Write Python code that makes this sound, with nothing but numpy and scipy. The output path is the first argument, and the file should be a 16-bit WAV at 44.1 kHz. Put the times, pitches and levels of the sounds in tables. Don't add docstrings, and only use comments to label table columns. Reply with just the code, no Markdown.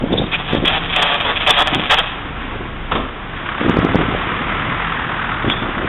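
import sys
import numpy as np
from scipy import signal
from scipy.fft import rfft, irfft, next_fast_len
from scipy.io import wavfile
from scipy.ndimage import uniform_filter1d, map_coordinates

SR = 44100
rng = np.random.default_rng(int(sys.argv[2]) if len(sys.argv) > 2 else 0)


def wav_record(signal):
    frames = np.transpose(np.atleast_2d(signal))
    bounded = np.clip(frames, -1, 1)
    quanta = np.round(bounded * 32767).astype(np.int16)
    wavfile.write(sys.argv[1], SR, quanta)


N = 259484


def amp(db):
    return 10 ** (np.asarray(db) / 20)


def unit(x):
    return x / np.sqrt(np.mean(x ** 2) + 1e-20)


def clock():
    return np.arange(N) / SR


def along(points, hz):
    f, v = np.transpose(points)
    return np.interp(np.log(hz + 1), np.log(f + 1), v)


def curves(rows):
    s, *cols = np.transpose(rows)
    return [np.interp(clock(), s, c) for c in cols]


def wobble(rate):
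    knots = rng.standard_normal(int(N * rate / SR) + 4)
    return map_coordinates(knots, [clock() * rate])


def filtered(x, response):
    size = next_fast_len(N + SR // 2)
    return irfft(rfft(x, size) * response(np.fft.rfftfreq(size, 1 / SR)), size)[:N]


def noise(spectrum):
    return unit(filtered(rng.standard_normal(N), lambda hz: amp(along(spectrum, hz))))


def narrow(centre_hz, width_hz):
    white = rng.standard_normal(N)
    return unit(filtered(white, lambda hz: 1 / (1 + (2 * (hz - centre_hz) / width_hz) ** 2)))


def voice_band(x, edge_hz=3690):
    return filtered(x, lambda hz: 1 / np.sqrt(1 + (hz / edge_hz) ** 64))


def struck(pulses, colour, size=2048):
    cepstrum = irfft(np.log(amp(along(colour, np.fft.rfftfreq(size, 1 / SR)))))
    cepstrum[1:size // 2] *= 2
    cepstrum[size // 2 + 1:] = 0
    shape = irfft(np.exp(rfft(cepstrum)))
    audible = voice_band(np.pad(shape, (size, 0)))
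    return signal.fftconvolve(pulses, shape / np.linalg.norm(audible))[:N]


def burst(start, length, rise_s, fall_s):
    age = np.maximum(clock() - start, 0)
    fall = np.exp(-np.minimum(np.maximum(age - length, 0) / fall_s, 60))
    return (1 - np.exp(-age / rise_s)) * fall


def hum(hz, db, waver_db):
    tone = np.sqrt(2) * np.sin(2 * np.pi * np.cumsum(hz) / SR)
    return amp(db + waver_db * wobble(4.7)) * tone


def street_echo(x, build_s=0.0098):
    # f/Hz, t60/s
    houses = [(150, 0.74), (1000, 0.88), (3500, 0.74)]
    hz, t, z = signal.stft(rng.standard_normal(SR), SR, nperseg=256)
    decay = amp(-60 * t / along(houses, hz)[:, None])
    tail = signal.istft(z * decay * (1 - np.exp(-t / build_s)), SR, nperseg=256)[1]
    return signal.fftconvolve(x, tail / np.linalg.norm(tail))[:N]


def traffic(near_db=-25, swell_db=1.5):
    # t/s, level/dB
    street = [(0, -32.5), (1.7, -26.5), (2.4, -30.5), (3.3, -32.5), (3.65, -24), (4.9, -25.5), (5.35, -28),
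              (5.88, -28.5)]
    # f/Hz, level/dB
    tyres = [(260, -34.5), (450, -11), (544, -14), (767, -5), (878, -7.5), (1110, -3), (1200, -10.5),
             (1340, -6), (1610, -7.5), (1780, -8), (3280, -13), (3660, -16.5), (3900, -14.5), (5070, -60.5),
             (8580, -120)]
    # f/Hz, level/dB
    rumble_colour = [(15, -14.5), (35, -1), (90, 3.5), (160, 1.5), (280, 0), (450, -5.5), (650, -12),
                     (1200, -25.5)]
    # f/Hz, width/Hz, level/dB
    whine = [(1220, 76, -37), (1330, 63, -35.5), (3398, 200, -43)]
    rumble_db, rumble_follows = -28.5, 0.44
    hiss_db, = curves(street)
    nearness = amp(hiss_db - near_db)
    tones = sum(amp(db + swell_db * np.tanh(wobble(3.7))) * narrow(hz, width) for hz, width, db in whine)
    hiss = amp(hiss_db + 1.1 * wobble(18)) * noise(tyres)
    rumble = amp(rumble_db + 1.9 * wobble(8.2)) * noise(rumble_colour)
    return nearness ** rumble_follows * rumble + hiss + nearness ** 2 * tones


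def distant_car():
    # t/s, f/Hz, level/dB
    car = [(1.9, 48, -46.5), (2.35, 56.64, -33.5), (3.0, 52.7, -36), (3.6, 47.1, -53)]
    hz, db = curves(car)
    return hum(hz, db, waver_db=1.3)


def spray(width_hz=650):
    peak_db, peak_s, approach_s = -28, 5.15, 1.34
    from_hz, to_hz, turn_s, glide_s = 2130, 1352, 4.95, .3
    t = clock()
    hz = from_hz + (to_hz - from_hz) * (1 + np.tanh((t - turn_s) / glide_s)) / 2
    nearness = 1 / (1 + ((t - peak_s) / approach_s) ** 2) ** 2
    drift = np.exp(2j * np.pi * np.cumsum(hz - hz.mean()) / SR)
    band = (signal.hilbert(narrow(hz.mean(), width_hz)) * drift).real
    return nearness * amp(peak_db + wobble(15)) * band


def wind(lumpy_db=6.5):
    # t/s, length/s, level/dB
    gusts = [(0, 0.04, -15.5), (0.101, 0.11, -17.5), (0.513, 0.13, -20.5), (1.714, 0.079, -21.5),
             (2.438, 0.2, -31), (3.592, 0.43, -18), (4.076, 0.075, -23.5), (4.25, .5, -30.5),
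             (5.434, 0.043, -17.5), (5.606, 0.081, -23.5), (5.753, 0.1, -23.5)]
    # f/Hz, level/dB
    buffet = [(18, -45.5), (30, -7), (113, -3), (233, -1.5), (268, 0.5), (332, -2.5), (411, -6), (649, -11),
              (900, -17.5), (1170, -52), (1980, -120)]
    # t/s, peak level/dB, f/Hz
    puffs = [(.124, -9, 335), (.141, -4, 380), (0.534, -5, 250), (0.551, -2.5, 306), (1.797, -9, 398),
             (3.615, -6.5, 293.5), (3.697, 7, 269), (3.771, 0, 330), (3.79, 0, 204), (3.85, 1.5, 307),
             (3.891, -8, 400), (3.947, -1, 396), (3.957, 5, 254), (4.15, -10, 400), (5.446, -11, 220)]
    rise_s, fall_s, breeze_db = 0.016, 0.039, -48.5
    t = clock()
    force = amp(breeze_db) + sum(amp(db) * burst(s, length, rise_s, fall_s) for s, length, db in gusts)
    out = force * unit(amp(lumpy_db * np.tanh(wobble(160))) * noise(buffet))
    for s, db, hz in puffs:
        u = 2 * np.pi * hz * (t - s)
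        out -= amp(db) * u * np.exp((1 - u * u) / 2)
    return out


def diesel(knock_decay=0.37, uneven_db=-2.5, load_db=11):
    # t/s, firing rate/Hz
    engine = [(0, 26.3), (1.0, 29), (2.0, 27.7), (3.22, 27.8), (3.5, 33.5), (3.8, 40.5), (4.5, 39),
              (4.95, 40.8), (5.3, 39.7), (5.6, 32.5)]
    # multiple of the firing rate, level/dB
    harmonics = [(1, -0.5), (1.5, -17.5), (2, -11), (3, -7), (4, -6), (5.5, -8), (7, -15.5)]
    block_colour = [(200, -18.0), (600, -10.0), (1150, 5), (1800, 0.5), (2500, -7), (3500, -11)]  # f/Hz, dB
    exhaust_db, idle_clatter_db, revved_clatter_db = -34, -40.5, -23.5
    idle_rate, revved_rate = 26, 33.25
    rate, = curves(engine)
    clatter_db = np.interp(rate, [idle_rate, revved_rate], [idle_clatter_db, revved_clatter_db])
    firings = np.cumsum(rate) / SR
    phase = 2 * np.pi * firings
    load = amp(load_db * (rate - rate.max()) / np.ptp(rate))
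    exhaust = np.zeros(N)
    for k, db in harmonics:
        level = amp(db + 2.8 * wobble(6)) * (load if k > 1 else 1)
        exhaust += level * np.sin(k * phase + .5 * wobble(7.8))
    age = firings % 1
    knock = np.exp(-age / knock_decay) * (1 - np.exp(-age / 0.15))
    beats = knock * amp(uneven_db * np.cos(phase / 4))
    clatter = unit(beats * noise(block_colour))
    return amp(exhaust_db) * np.sqrt(2) * exhaust + amp(clatter_db) * clatter


def motor():
    start_hz, top_hz, spin_up_s = 154.5, 172.5, .72
    pull_db, on_s, off_s, fade_db_per_s = -34.5, .35, 1.05, 52
    t = clock()
    hz = top_hz + (start_hz - top_hz) * np.exp(-t / spin_up_s)
    outside_s = np.abs(t - np.clip(t, on_s, off_s))
    return hum(hz, pull_db - fade_db_per_s * outside_s, waver_db=0.0)


def slam(clack_t60=0.12, attack=0.0029, lumpy_db=-1.0):
    # t/s, clack level/dB, boom level/dB, boom t60/s
    blows = [(2.914, -9.5, -15.5, 0.14), (2.951, -13, -16.5, 0.35)]
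    # f/Hz, level/dB
    clack_colour = [(290, -27.5), (500, -7), (736, -16), (1100, -4.5), (1240, -8), (2010, -19), (2170, -19),
                    (3230, -17), (3490, -15), (3900, -20.5), (5070, -50.5), (8580, -120)]
    # f/Hz, level/dB
    boom_colour = [(12, -31), (20, 1), (40, -10.5), (166, -13.5), (218, -8), (484, -15), (549, -14),
                   (743, -16.5), (858, -47.5), (900, -22), (1170, -48.5), (1980, -120)]
    clack, out = noise(clack_colour), np.zeros(N)
    boom = unit(noise(boom_colour) * amp(lumpy_db * wobble(90)))
    for s, clack_db, boom_db, t60 in blows:
        age = np.maximum(clock() - s, 0)
        hard = amp(clack_db - 60 * age / clack_t60) * clack
        deep = amp(boom_db - 60 * age / t60) * boom
        out += (1 - np.exp(-age / attack)) * (hard + deep)
    age = np.maximum(clock() - blows[-1][0], 0)
    out += amp(-20.5 - 60 * age / 0.28) * (1 - np.exp(-age / attack)) * narrow(255, 50)
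    return out + amp(-7.0) * street_echo(out)


def squeaks(width_hz=290, steadiness=0.64):
    # t/s, Gaussian half length/s, tone level/dB, f/Hz, scrape relative to the tone/dB
    squeak_rows = [(0.134, 0.0062, -19.5, 3570, -9), (0.185, 0.0069, -14, 3520, -23),
                   (0.207, 0.036, -28, 3770, -29), (0.267, 0.0048, -26.5, 3580, -20),
                   (0.345, 0.0087, -16, 2510, -2.5), (0.68, 0.0046, -11, 3305, -7.5),
                   (1.507, 0.0049, -8, 3390, -12), (5.501, .001, -16.5, 3312, 4),
                   (5.503, 0.015, -27, 3413, 1), (5.523, 0.0076, -17, 3390, -28),
                   (5.566, .055, -31, 3470, -7)]
    scrape = unit(voice_band(noise([(500, -9.0), (1500, -3), (3500, -3.5)])))
    out = np.zeros(N)
    for s, half, db, hz, scrape_db in squeak_rows:
        tone = narrow(hz, width_hz)
        swing = np.sqrt(np.abs(uniform_filter1d(tone ** 2, size=40)) + 1e-6)
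        steadied = unit(tone / swing ** steadiness)
        envelope = np.exp(-((clock() - s) / half) ** 2 / 2)
        out += amp(db) * envelope * (steadied + amp(scrape_db) * scrape)
    return out


def sparks(rate, scatter, spread_db):
    count = np.cumsum(rate) / SR
    chance = rng.standard_normal((8000, 2))[:int(count[-1])]
    due = np.arange(len(chance)) + scatter * chance[:, 0]
    at = np.searchsorted(count, due).clip(0, N - 1)
    size = unit(amp(spread_db * np.tanh(chance[:, 1])))
    return -np.bincount(at, size * np.sqrt(SR / rate[at]), N)


def ground_echo(x, delay=.0066, gain=0.75, wander=0.00031):
    late = np.arange(N) - SR * (delay + wander * wobble(7))
    return (x + gain * map_coordinates(x, [late], order=1)) / np.hypot(1, gain)


def arc_strength(sputter_flame_db=-6, ignite_s=.002):
    # t/s, length/s, relative level/dB, flame roar relative to the snap/dB
    flares = [(0.314, 0.044, -20.5, -4.5), (0.386, 0.028, -28, 4.5), (0.478, .1, -24, 0.5),
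              (0.647, .135, -16.5, -1.5), (0.84, 0.013, -23, -7), (0.892, .016, -21.5, -3.5),
              (0.924, 0.036, -21.5, -11), (0.958, .205, -15, 0), (1.203, .011, -18, 4),
              (1.243, 0.073, -19.5, 5.5), (1.357, 0.017, -20, -9), (1.402, 0.039, -21, -4),
              (1.463, 0.049, -13, 0.5), (1.52, .04, -17.5, -1.5), (1.565, .058, -13, 4),
              (1.656, .024, -21, 6.5), (1.729, .028, -19.5, -5), (1.896, .05, -9, 2),
              (1.967, .04, -13.5, 1.5)]
    strike_db, strike_s = 2.5, .015
    sag_db_per_s = 22
    flame_grows_s, quench_s = 0.0057, .004
    start_db, grows_db_per_s, top_db = -38, 9, -28.5
    out_s, fade_db_per_s = 2.08, 230
    t = clock()
    sputter_db = np.minimum(start_db + grows_db_per_s * t, top_db)
    strength = amp(sputter_db - fade_db_per_s * np.clip(t - out_s, 0, 1))
    flame = strength * amp(sputter_flame_db)
    for start, length, db, roar_db in flares:
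        age = np.clip(t - start, 0, length)
        level_db = db - sag_db_per_s * age
        snap = amp(level_db + strike_db * np.exp(-age / strike_s)) * burst(start, length, ignite_s, quench_s)
        strength = np.maximum(strength, snap)
        roar = amp(level_db + roar_db) * burst(start, length, flame_grows_s, quench_s)
        flame = np.maximum(flame, roar)
    return strength, flame


def arc(sparse_rate=150, dense_rate=600, snap_db=1.0, roar_db=-1, single_db=6, wet_db=-14.0, flicker_db=3.0):
    # t/s, relative level/dB
    snaps = [(0.65, -5.5), (0.68, 0.5), (1.0276, 2), (1.068, 1), (1.157, -7.5), (1.2042, 1), (1.21, -5),
             (1.371, -3), (1.538, 0.5), (1.674, 3.5), (1.736, 1.5), (1.748, 4), (1.797, -1), (1.818, -3),
             (1.8386, -1.5), (1.858, -3), (1.8987, -3.5), (1.987, -4)]
    # f/Hz, level/dB
    snap_colour = [(100, -23), (600, -16), (1300, -2), (2150, 1.5), (2550, 6), (2850, 0.5), (3300, 7.5),
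                   (3700, 0.5)]
    # f/Hz, level/dB
    roar_colour = [(100, -33.5), (480, -5.5), (770, 3), (1000, -2), (1300, 2), (1550, -7), (1820, -1),
                   (2150, -4.5), (3500, -20.5)]
    strength, flame = arc_strength()
    rate = sparse_rate + dense_rate * np.minimum((strength / amp(-16)) ** 1.4, 3)
    train = sparks(rate, scatter=.45, spread_db=2.0)
    train *= unit(amp(flicker_db * np.tanh(wobble(90))))
    singles = np.zeros(N)
    for s, db in snaps:
        singles[round(s * SR)] = -amp(db + single_db)
    crackle = amp(snap_db) * struck(train * strength + singles, snap_colour)
    roar = amp(roar_db) * struck(train * flame + singles / 2, roar_colour)
    direct = ground_echo(crackle + roar)
    return direct + amp(wet_db) * street_echo(direct)


def scene():
    vehicles = motor() + distant_car() + diesel() + traffic() + spray()
    return (arc() + vehicles + wind() + slam() + squeaks())[None]


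def record(dry, ceiling=.72, hardness=14, top_hz=15870):
    x = voice_band(dry[0])
    x = x / (1 + np.abs(x / ceiling) ** hardness) ** (1 / hardness)
    return filtered(x, lambda hz: hz < top_hz)[None]


dry = scene()
out = record(dry)
wav_record(out)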